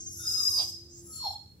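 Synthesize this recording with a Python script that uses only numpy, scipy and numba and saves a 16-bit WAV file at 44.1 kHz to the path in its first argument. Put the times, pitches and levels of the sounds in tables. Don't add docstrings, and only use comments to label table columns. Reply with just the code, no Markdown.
import sys
import numpy as np
from scipy import signal
from scipy.fft import rfft, irfft
from scipy.io import wavfile
from scipy.ndimage import uniform_filter1d
from numba import njit

SR = 44100
rng = np.random.default_rng(int(sys.argv[2]) if len(sys.argv) > 2 else 0)


def transcribe(u):
    v = np.clip(np.atleast_2d(u).T, -1, 1)
    q = np.round(v * 32767).astype(np.int16)
    wavfile.write(sys.argv[1], SR, q)


def invert_db(x):
    u = np.asarray(x, float) / 20
    return 10 ** u


N = 70560

# time [s], level [dB].
FADING_EFFORT = [(0, 5.5), (.035, 0.5), (.1, -1), (.18, -10), (.26, -38)]
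# first [Hz], last [Hz], width [Hz], level [dB].
FADING_RINGS = [(6310, 6290, 70, -46.5), (5570, 4900, 320, -55.5), (5980, 8000, 250, -56),
                (6950, 8000, 1400, -57.5), (8500, 10300, 1000, -65), (4680, 4600, 660, -66.5)]
# time [s], level [dB].
DRAW_IN_EFFORT = [(.05, -31), (.1, -7.5), (.15, 1), (.22, 5), (.27, 3.5), (.34, -21), (.45, -41)]
# first [Hz], last [Hz], width [Hz], level [dB].
DRAW_IN_RINGS = [(5744, 5520, 120, -51), (6804, 6830, 89, -53), (7230, 6950, 130, -57),
                 (10300, 10450, 73, -58), (11660, 11870, 103, -55), (6420, 6100, 1560, -48.5),
                 (10650, 10300, 2500, -56), (15560, 16000, 500, -74)]
# time [s], level [dB], mouth opening [0-1].
WHINE_EFFORT = [(.19, -42, 0), (.24, -15, 0.02), (.27, -4.5, 0), (.35, -5, 0), (.45, 0.5, 0.01),
                (.52, 1, 0), (.56, 1, .6), (.6, -4, 1), (.645, -40, 0.8)]
# first [Hz], last [Hz], width [Hz], level [dB].
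WHINE_RINGS = [(5029, 4720, 65, -31.5), (6295, 5800, 78, -41.5), (11385, 11000, 100, -52.5),
               (12850, 12250, 170, -48.5), (10113, 9960, 120, -48.5)]
# time [s], level [dB].
WHISTLE_EFFORT = [(.2, -41), (.25, -8), (.28, -4), (.42, 1), (.52, 1), (.6, -5.5), (.72, -17), (.88, -33.5),
                  (1.05, -42)]
# first [Hz], last [Hz], width [Hz], level [dB].
WHISTLE_RINGS = [(5053, 5070, 41.3, -30.5)]
# time [s], level [dB].
WHINE_LOW_EFFORT = [(.14, -44), (.2, -8), (.25, -2.5), (.4, 1.5), (.47, -3.5), (.58, 1.5), (.63, 0),
                    (.65, -35)]
# first [Hz], last [Hz], width [Hz], level [dB].
WHINE_LOW_RINGS = [(1473, 1000, 155, -55), (3643, 3900, 106, -55), (2700, 2350, 430, -67),
                   (8700, 8980, 128, -53.5)]
# time [s], level [dB].
HISS_EFFORT = [(.2, -34), (.27, -0.5), (.4, 0), (.56, -1.5), (.63, -1), (.7, -7), (.78, -24), (.86, -32)]
# first [Hz], last [Hz], width [Hz], level [dB].
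HISS_RINGS = [(6160, 5800, 1330, -41.5), (7170, 7830, 590, -47.5), (11020, 12250, 4200, -47.5),
              (14600, 14200, 3100, -54)]
# time [s], level [dB].
YIP_1_EFFORT = [(.54, -31), (.578, -8.5), (.59, 1.5), (.628, -2), (.638, -30), (.66, -52)]
# first [Hz], last [Hz], width [Hz], level [dB].
YIP_1_RINGS = [(4852, 4800, 270, -31.5), (3936, 3880, 90, -44.5), (3460, 3330, 910, -45.5),
               (2380, 2330, 350, -55.5), (1050, 910, 263, -49.5), (640, 690, 197, -47.5),
               (5760, 5700, 570, -42), (345, 348, 60, -61.5)]
# time [s], level [dB].
GASP_EFFORT = [(.87, -18), (.9, 0), (.93, -1.5), (.97, 4), (1.01, 1), (1.05, -31), (1.09, -26)]
# first [Hz], last [Hz], width [Hz], level [dB].
GASP_RINGS = [(4880, 9500, 720, -59.5), (6085, 6600, 22, -66.5), (7370, 7400, 350, -63),
              (14710, 14710, 44, -77), (6300, 5800, 1600, -59.5)]
# time [s], level [dB].
WHIMPER_EFFORT = [(.97, -22), (1.05, -9.5), (1.07, 0), (1.12, 0), (1.17, 4), (1.22, -2.5), (1.34, -8),
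                  (1.39, -57)]
# first [Hz], last [Hz], width [Hz], level [dB].
WHIMPER_RINGS = [(7133, 7035, 61, -54), (7440, 7470, 108, -53), (11500, 11285, 70, -63),
                 (10760, 10720, 2000, -53.5), (14000, 13900, 1600, -69), (6200, 5600, 1540, -57.5),
                 (15520, 15520, 500, -70)]
# time [s], level [dB].
NOSE_EFFORT = [(1.06, -25), (1.1, -6.5), (1.15, 4.5), (1.19, -12), (1.25, -14.5), (1.28, -33)]
# first [Hz], last [Hz], width [Hz], level [dB].
NOSE_RINGS = [(1284, 1275, 39.6, -56), (10080, 10050, 43, -47.5)]
# time [s], level [dB].
YIP_2_EFFORT = [(1.11, -34), (1.13, -12), (1.21, -5.5), (1.245, -2), (1.275, 2.5), (1.3, -7.5),
                (1.36, -8.5), (1.4, -30)]
# first [Hz], last [Hz], width [Hz], level [dB].
YIP_2_RINGS = [(4355, 4240, 98, -36.5), (5420, 5320, 240, -50), (3030, 3850, 920, -57.5)]
# time [s], level [dB], mouth opening [0-1].
THROAT_EFFORT = [(1.2, -29.5, 0.015), (1.225, -15, .1), (1.245, -3, .6), (1.27, -1, 1), (1.29, -4, 0.92),
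                 (1.33, -11, .8), (1.38, -30.5, 0.91)]
# first [Hz], last [Hz], width [Hz], level [dB].
THROAT_RINGS = [(1077, 785, 137, -36), (1200, 940, 143, -57), (679.4, 650, 112, -51),
                (3334, 3330, 110, -53), (4100, 4040, 99, -42), (3600, 3680, 580, -53.5),
                (11700, 11900, 110, -50), (5500, 5400, 980, -54)]
# frequency [Hz], time to fall 60 dB [s].
HALL_T60_S = [(300, 0.44), (1000, 0.33), (3000, 0.34), (5000, 0.75), (9000, 0.49), (15000, 0.35)]
# time [s], pitch [Hz], level [dB].
HUM = [(0, 343.4, -62.5), (.1, 338.5, -63), (.6, 341, -60.5), (.85, 343.8, -61.5), (1.06, 343.8, -53.5),
       (1.12, 343, -62), (1.17, 328.4, -72), (1.24, 322, -62.5), (1.3, 305, -93)]
# frequency [Hz], density [dB per Hz].
RUMBLE_SPECTRUM = [(20, -52), (45, -12), (70, 0.5), (130, -0.5), (500, -20.5), (700, -29.5), (2500, -39),
                   (15600, -37)]
# time [s], level [dB].
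RUMBLE_DB = [(0, -56), (.5, -55), (.9, -57.5), (1.1, -54.5), (1.35, -58.5), (1.6, -57.5)]

DOG_DB, FLUTTER_DB, WHISTLES_UNDER_HZ = -4, 1.5, 140
EAR_LAG_S = 0.000198
HALL_DB, HALL_GAP_S = -5.5, 0.0054
NEAR_WALLS_DB, NEAR_WALLS_T60_S = 2, 0.08
FAN_HZ, FAN_WIDTH_HZ, FAN_DB = 88, 27, -0.5
WIDE_ABOVE_HZ = 600


@njit
def svf(x, hz, width_hz):
    y, band, low = np.empty(len(x)), 0., 0.
    for i in range(len(x)):
        g = np.tan(np.pi * hz[i] / SR)
        k = width_hz / hz[i]
        v = (band + g * (x[i] - low)) / (1 + g * (g + k))
        band = 2 * v - band
        low = low + 2 * g * v
        y[i] = k * v
    return y


def unit(x):
    return x / np.sqrt(np.mean(x ** 2))


def curve(rows, axis=1):
    rows = np.array(rows, float)
    return np.interp(np.arange(N) / SR, rows[:, 0], rows[:, axis])


def walk(rate_hz):
    hold = int(SR / rate_hz)
    steps = np.repeat(rng.standard_normal(N // hold + 1), hold)
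    smooth = uniform_filter1d(uniform_filter1d(steps, hold), hold)
    return unit(smooth[:N])


def ring(air, waver, hz, width_hz, clear):
    for _ in range(3):
        air = svf(air, hz, 1.5 * width_hz)
    phase = 2 * np.pi * np.cumsum(hz + width_hz / 3 * waver) / SR
    whistle = np.sqrt(2) * np.sin(phase)
    clear = np.clip(clear, 0, 1) * (width_hz < WHISTLES_UNDER_HZ)
    return np.sqrt(1 - clear) * unit(air) + np.sqrt(clear) * whistle


def pose(effort, rings, clear, pan_db):
    start_s, end_s = max(effort[0][0], 0), effort[-1][0]
    pan = np.array([[pan_db], [-pan_db]]) / 2
    flow = invert_db(curve(effort) + FLUTTER_DB * walk(45.35) + DOG_DB + pan)
    if len(effort[0]) > 2:
        opening = curve(effort, axis=2)
    else:
        opening = (np.arange(N) / SR - start_s) / (end_s - start_s)
    span = slice(int(start_s * SR), int(end_s * SR))
    opening = np.clip(opening[span], 0, 1)
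    air, waver = rng.standard_normal(N)[span], walk(80)[span]
    out = np.zeros(N)
    for first_hz, last_hz, width_hz, db in rings:
        hz = first_hz + (last_hz - first_hz) * opening
        out[span] += ring(air, waver, hz, width_hz, clear) * invert_db(db)
    return out * flow


def whine():
    return (pose(WHINE_EFFORT, WHINE_RINGS, clear=0.29, pan_db=-1.5)
            + pose(WHISTLE_EFFORT, WHISTLE_RINGS, clear=0.56, pan_db=0)
            + pose(WHINE_LOW_EFFORT, WHINE_LOW_RINGS, clear=0.086, pan_db=1)
            + pose(HISS_EFFORT, HISS_RINGS, clear=0, pan_db=1.5)
            + pose(YIP_1_EFFORT, YIP_1_RINGS, clear=0.25, pan_db=-2.5))


def whimper():
    return (pose(WHIMPER_EFFORT, WHIMPER_RINGS, clear=0.32, pan_db=2.5)
            + pose(NOSE_EFFORT, NOSE_RINGS, clear=0.58, pan_db=-2.5)
            + pose(YIP_2_EFFORT, YIP_2_RINGS, clear=0.24, pan_db=-2)
            + pose(THROAT_EFFORT, THROAT_RINGS, clear=0.24, pan_db=-3.5))


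def inbreaths():
    return (pose(DRAW_IN_EFFORT, DRAW_IN_RINGS, clear=0.14, pan_db=0.5)
            + pose(GASP_EFFORT, GASP_RINGS, clear=0.3, pan_db=-3))


def dog():
    fading = pose(FADING_EFFORT, FADING_RINGS, clear=0.2, pan_db=1)
    return fading + whine() + whimper() + inbreaths()


def hall(x):
    t = np.arange(N // 2) / SR
    table = np.array(HALL_T60_S)
    near_noise, far_noise = rng.standard_normal((2, 2, N // 2))
    near_decay = invert_db(NEAR_WALLS_DB - 60 * t / NEAR_WALLS_T60_S)
    tail = near_decay * near_noise / np.sqrt(NEAR_WALLS_T60_S * SR / 14)
    for hz in 200 * 2 ** np.arange(0, 6.6, .5):
        t60_s = np.interp(np.log(hz), np.log(table[:, 0]), table[:, 1])
        band = np.array([svf(v, np.full(N // 2, hz), hz / 3) for v in far_noise])
        decay = invert_db(HALL_DB - 60 * t / t60_s) / np.sqrt(t60_s * SR / 14)
        tail = tail + band * decay * (t > HALL_GAP_S)
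    return signal.fftconvolve(x, tail, axes=1)[:, :N]


def hum():
    phase = 2 * np.pi * np.cumsum(curve(HUM) + 2.7 * walk(19.8)) / SR
    level_db = curve(HUM, axis=2) + 1.37 * walk(11.75)
    return np.sqrt(2) * np.sin(phase) * invert_db(level_db)


def rumble():
    hz = np.maximum(np.fft.rfftfreq(N, 1 / SR), 1)
    table = np.array(RUMBLE_SPECTRUM)
    gain = invert_db(np.interp(np.log(hz), np.log(table[:, 0]), table[:, 1]))
    mid = rfft(rng.standard_normal(N)) * gain
    side = rfft(rng.standard_normal(N)) * gain * np.clip(hz / WIDE_ABOVE_HZ, 0, 1)
    air = unit(irfft(np.array([mid + side, mid - side]), N))
    fan = ring(rng.standard_normal(N), 0, np.full(N, float(FAN_HZ)), FAN_WIDTH_HZ, clear=0)
    return (air + invert_db(FAN_DB) * fan) * invert_db(curve(RUMBLE_DB))


def scene():
    voice = dog()
    late = np.interp(np.arange(N) - EAR_LAG_S * SR, np.arange(N), voice[1])
    near = np.array([voice[0], late])
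    return near + hall(voice) + hum() + rumble()


def top_cut(x):
    return signal.sosfilt(signal.butter(12, 15770, fs=SR, output="sos"), x)


def record(dry):
    return top_cut(dry)


dry = scene()
out = record(dry)
transcribe(out)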